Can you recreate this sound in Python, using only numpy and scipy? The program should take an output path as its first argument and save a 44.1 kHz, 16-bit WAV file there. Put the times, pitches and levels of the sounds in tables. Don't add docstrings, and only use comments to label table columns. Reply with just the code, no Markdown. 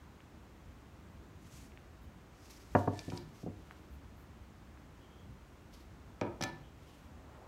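import sys
import numpy as np
from scipy import signal
from scipy.fft import rfft, irfft
from scipy.io import wavfile
from scipy.ndimage import uniform_filter1d

SR = 44100
rng = np.random.default_rng(int(sys.argv[2]) if len(sys.argv) > 2 else 0)


def persist_wave(psi):
    counts = np.round(np.clip(psi, -1, 1) * 32767).astype(np.int16)
    wavfile.write(sys.argv[1], SR, np.atleast_2d(counts).T)


N = 329634
TIME_S = np.arange(N) / SR
RING_S = TIME_S[:SR // 2]

# start_s, level_db, looseness (of the grip, 0-1)
FOOT_CONTACTS = [(2.9913, -46.5, 0.2), (3.1017, -53, 0.1), (3.175, -49, .02), (6.2123, -49, .05),
                 (6.41, -55, 0.5), (6.4134, -45, .55), (6.4244, -38.5, 0.75), (6.432, -51, 0.6),
                 (6.437, -39, 0.83), (6.4405, -49, .2)]
# mode_hz, level_db, t60_s
CUP_MODES = [(1754, -12, .22), (2325, -16, .14), (2401, -8, .07), (3280, -19, .03), (3402, -17, .05),
             (3890, -13, .05), (4310, -11, .018), (4736, -10, .03), (4808, -15, .04), (5450, -2, .016),
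             (5780, -4, .013), (6270, -13, .05), (7380, -15, .025), (7880, -20, .02), (9600, -22, .02),
             (12810, -18, .022)]


def undb(db):
    return 10 ** (np.asarray(db) / 20)


def unit(x):
    return x / np.sqrt(np.mean(x ** 2))


def colour(x, spectrum):
    hz, db = np.transpose(spectrum)
    bins_hz = np.fft.rfftfreq(len(x), 1 / SR) + 1
    return irfft(rfft(x) * undb(np.interp(np.log(bins_hz), np.log(hz), db)), len(x))


def band(x, lo_hz, hi_hz):
    return signal.sosfilt(signal.butter(2, [lo_hz, hi_hz], "band", fs=SR, output="sos"), x)


def highpass(x, cut_hz):
    return signal.sosfilt(signal.butter(2, cut_hz, "high", fs=SR, output="sos"), x)


def wander(rate_hz):
    size = int(SR / rate_hz)
    steps = np.repeat(rng.standard_normal(N // size + 1), size)
    return unit(uniform_filter1d(steps, size)[:N])


def add(track, start_s, sound):
    i = int(start_s * SR)
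    track[i:i + len(sound)] += sound[:N - i]


def fade(t60_s):
    return np.exp(-np.log(1000) * RING_S / t60_s)


def ring(modes):
    signs = np.resize([1, -1, -1, 1, -1], len(modes))
    return sum(sign * undb(db) * fade(t60_s) * np.sin(2 * np.pi * hz * RING_S)
               for sign, (hz, db, t60_s) in zip(signs, modes))


def burst(spectrum, t60_s):
    return unit(colour(rng.standard_normal(len(RING_S)), spectrum)) * fade(t60_s)


def strike(blows, body):
    out = np.zeros(N)
    for start_s, level_db, cut_hz, *body_args in blows:
        contact = signal.butter(3, min(cut_hz, SR / 2 - 1), fs=SR, output="sos")
        hit = signal.sosfilt(contact, body(*body_args))
        add(out, start_s, hit * undb(level_db) / np.std(hit[:SR // 100]))
    return highpass(out, cut_hz=45)


def hush(level_db=-54.5, waver_db=1.9):
    # freq_hz, density_db
    spectrum = [(15, -59), (25, -26), (41, -6), (69, 1.5), (110, -7.5), (148, -8.5), (305, -12.5),
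                (495, -20), (1110, -22.5), (2360, -30.5), (3170, -34), (4870, -39), (6730, -39.5),
                (10400, -47), (15500, -47)]
    air = unit(colour(rng.standard_normal(N), spectrum))
    rumble = band(air, lo_hz=38.7, hi_hz=310)
    return undb(level_db) * (air + rumble * (undb(waver_db * wander(rate_hz=5)) - 1))


def shed(x, first_s=0.0077, roof_s=0.054, roof_width_s=0.0066, roof_db=3):
    # centre_hz, t60_s, level_db
    bands = [(100, 0.97, 0.5), (300, 0.43, 5.5), (890, .5, 3.5), (2120, 0.4, -0.5), (3840, 0.44, -2.5),
             (6860, 0.19, -7), (12000, 0.29, 0)]
    log_centres = np.log([hz for hz, _, _ in bands])
    log_bins = np.log(np.fft.rfftfreq(len(RING_S), 1 / SR) + 1)
    noise_spectrum = rfft(rng.standard_normal(len(RING_S)))
    response = np.zeros(len(RING_S))
    for share, (_, t60_s, level_db) in zip(np.eye(len(bands)), bands):
        band_noise = irfft(noise_spectrum * np.interp(log_bins, log_centres, share), len(RING_S))
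        response += undb(level_db) * band_noise * fade(t60_s)
    swell = undb(roof_db * np.exp(-((RING_S - roof_s) / roof_width_s) ** 2))
    return signal.fftconvolve(x, response * swell * (RING_S > first_s))[:N] / np.sqrt(SR / 20)


def bird(level_db=-70, waver=0.0395):
    # start_s, length_s, pitch_hz
    calls = [(4.968, 0.097, 3150), (5.08, .06, 3315), (5.14, 0.06, 3340), (6.569, 0.11, 3100)]
    out = np.zeros(N)
    for start_s, length_s, pitch_hz in calls:
        size = int(length_s * SR)
        hz = pitch_hz * (1 + waver * wander(rate_hz=200)[:size])
        whistle = np.sin(2 * np.pi * np.cumsum(hz) / SR)
        add(out, start_s, undb(level_db) * unit(whistle * np.hanning(size)))
    return out


def finger_slides(level_db=-80):
    # start_s, length_s
    slides = [(2.0, 0.073), (3.88, 0.12), (4.134, .14)]
    out = np.zeros(N)
    for start_s, length_s in slides:
        size = int(length_s * SR)
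        swish = band(rng.standard_normal(len(RING_S)), lo_hz=10500, hi_hz=16000)[:size]
        add(out, start_s, undb(level_db) * unit(swish * np.hanning(size)))
    return out


def stroke(peak_s, rise_s, fall_s, level_db):
    away = np.abs(TIME_S - peak_s) / np.where(TIME_S < peak_s, rise_s, fall_s)
    return undb(level_db) * np.exp(-away ** 1.6)


def clothes(flutter_db=1.9, bright_gain=1.3):
    # peak_s, rise_s, fall_s, level_db, bright_hz
    movements = [(1.575, 0.11, 0.1, -61.5, 7200), (2.52, 0.12, 0.089, -61.5, 5700),
                 (2.81, 0.15, 0.06, -65, 6460), (3.15, 0.34, 0.094, -66, 3940), (3.41, .09, .06, -66, 5570),
                 (3.66, .1, 0.24, -71.5, 3000), (5.739, .014, .085, -64.5, 4440),
                 (6.88, 0.07, 0.19, -67.5, 3000)]
    # freq_hz, gain_db
    spectrum = [(800, -9), (2000, 3.5), (4000, 0), (5700, 0), (8000, -4), (10500, -4.5), (12500, -4),
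                (16000, -14)]
    fibres = rng.standard_normal(N) * undb(rng.exponential(size=N))
    swish = unit(colour(fibres, spectrum)) * undb(flutter_db * wander(rate_hz=60))
    palm = unit(band(rng.standard_normal(N), lo_hz=435, hi_hz=1060))
    out = palm * stroke(peak_s=7.5, rise_s=0.36, fall_s=0.15, level_db=-60)
    for *movement, bright_hz in movements:
        bright = signal.lfilter(*signal.iirpeak(bright_hz, Q=2.4, fs=SR), swish)
        out += unit(swish + bright_gain * bright) * stroke(*movement)
    return out


def finger_taps():
    # start_s, level_db, centre_hz
    taps = [(0.205, -64, 2770), (1.7201, -66.5, 2640), (1.7745, -57.5, 2380), (3.71, -52, 1580),
            (4.7745, -65, 1800)]
    out = np.zeros(N)
    for start_s, level_db, centre_hz in taps:
        resonance = np.sin(2 * np.pi * centre_hz * RING_S) * fade(t60_s=0.0019)
        tap = band(resonance, lo_hz=690, hi_hz=3350)
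        add(out, start_s, tap * undb(level_db) / np.std(tap[:SR // 100]))
    return out


def cup_drag(start_s=2.91, end_s=3.205, attack_s=0.026, release_s=0.037, level_db=-63.5):
    slips_per_s, catch_db, catch_s = 3000, 3, 0.02
    strengths = rng.standard_normal(N) * undb(1.1 * rng.exponential(size=N))
    slips = strengths * (rng.random(N) < slips_per_s / SR)
    low_ring = band(signal.fftconvolve(slips, ring(CUP_MODES))[:N], lo_hz=1200, hi_hz=1970)
    grit = band(slips, lo_hz=2000, hi_hz=8300)
    scrape = undb(-6) * unit(low_ring) + undb(-1) * unit(grit)
    pull = np.clip(np.minimum((TIME_S - start_s) / attack_s, (end_s - TIME_S) / release_s), 0, 1)
    catches = np.max([np.exp(-np.abs(TIME_S - s) / catch_s) for s, _, _ in FOOT_CONTACTS], axis=0)
    return scrape * pull * undb(level_db + catch_db * catches)


def rebound(start_s, level_db, looseness, hop_s=0.0018, scatter=0.098):
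    cut_hz = np.interp(looseness, [0, 1], [8200, 14000])
    grip_db = np.interp(looseness, [0, 1], [-2, 5.5])
    rebound_db = np.interp(looseness, [0, 1], [-28, -1])
    again_s = start_s + hop_s * (1 + scatter * rng.standard_normal())
    return [(start_s, level_db, cut_hz, grip_db), (again_s, level_db + rebound_db, cut_hz, grip_db)]


def cup_clinks(ring_db=-5, scatter_db=2, grip_hz=2800, grip_octaves=0.5):
    # freq_hz, gain_db
    crack = [(600, -25), (1800, -7), (4000, -6.5), (5700, 0.5), (7200, -18), (10500, -21), (13000, -28),
             (16000, -15)]

    def cup(grip_db):
        modes = []
        for hz, db, t60_s in CUP_MODES:
            held = np.exp(-(np.log2(hz / grip_hz) / grip_octaves) ** 2)
            mode_db = db + ring_db + grip_db * held + scatter_db * rng.standard_normal()
            modes.append((hz, mode_db, t60_s))
        return ring(modes) + undb(5) * burst(crack, t60_s=0.0098)
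    return strike([landing for contact in FOOT_CONTACTS for landing in rebound(*contact)], cup)


def cup_on_shelf():
    # start_s, level_db, cut_hz
    knocks = [(3.1195, -43.5, 1520), (3.1290, -39, 181), (6.2133, -30.5, 2480), (6.2230, -37, 1690),
              (6.4090, -36.5, 1810), (6.4205, -40, 400), (6.4365, -38, 2600)]
    # mode_hz, level_db, t60_s
    modes = [(102, -7, 0.12), (164, 2.5, 0.046), (191, -2, 0.05), (271, 1, 0.059), (351, 0, 0.18),
             (454, -4, 0.024), (588, -1, 0.032), (764, -6, 0.11), (971, -4.5, 0.15), (1160, -18, 0.049),
             (1272, -4, 0.057), (1465, -1, 0.016), (1630, -22, 0.059), (2400, 1.5, 0.014)]
    # freq_hz, gain_db
    wood = [(50, 8), (150, -2.5), (300, -2.5), (500, 2), (750, 0), (1200, -5.5), (1800, -15), (2700, -10.5),
            (4000, -9), (9000, -12)]
    return strike(knocks, lambda: ring(modes) + undb(2.5) * burst(wood, t60_s=0.072))


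def dish_on_bench(ref_cut_hz=794, ref_db=-31, db_per_octave=8.6):
    # start_s, level_db
    knocks = [(2.7507, -20), (2.8751, -26.5), (3.0805, -38.5), (3.4315, -41.5), (3.4630, -37),
              (3.4754, -39)]
    # mode_hz, level_db, t60_s
    modes = [(96.6, -6, 0.42), (125, -5, 0.13), (168, 2, 0.06), (225, -5.5, 0.12), (273, 4.5, 0.08),
             (313, -17.5, 0.66), (411, -3.5, 0.052), (450, -5.5, 0.041), (526, -4, 0.096),
             (593, -5.5, 0.13), (712, 4.5, 0.064), (816, -16, 0.027), (920, -1, 0.049), (997, -1.5, 0.055),
             (1124, -0.5, 0.046), (1370, -12, 0.055), (1470, -17, .05), (1650, -5, 0.049),
             (1807, -18, 0.066), (2370, -5, .02), (2830, -9.5, 0.034)]
    # freq_hz, gain_db
    wood = [(50, -7), (140, 2), (300, 3.5), (600, -1), (1150, -6.5), (1500, -11.5), (2000, -14),
            (2700, -35), (3400, -27), (7000, -18), (15000, -36)]
    blows = [(start_s, db, ref_cut_hz * 2 ** ((db - ref_db) / db_per_octave)) for start_s, db in knocks]
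    return strike(blows, lambda: ring(modes) + undb(4) * burst(wood, t60_s=0.085))


def scene():
    dish, shelf, clinks = dish_on_bench(), cup_on_shelf(), cup_clinks()
    handling = cup_drag() + clothes() + finger_slides() + finger_taps()
    echoes = shed(undb(-11) * dish + undb(-2) * shelf + undb(-4.5) * clinks + undb(-7) * handling + bird())
    return (dish + shelf + clinks + handling + echoes + hush())[None]


def record(dry, notch_hz=10400, notch_depth=0.21, top_hz=15750):
    x = highpass(dry, cut_hz=38)
    x = x - notch_depth * signal.lfilter(*signal.iirpeak(notch_hz, Q=9, fs=SR), x)
    return signal.sosfilt(signal.ellip(10, 0.2, 70, top_hz, fs=SR, output="sos"), x)


dry = scene()
out = record(dry)
persist_wave(out)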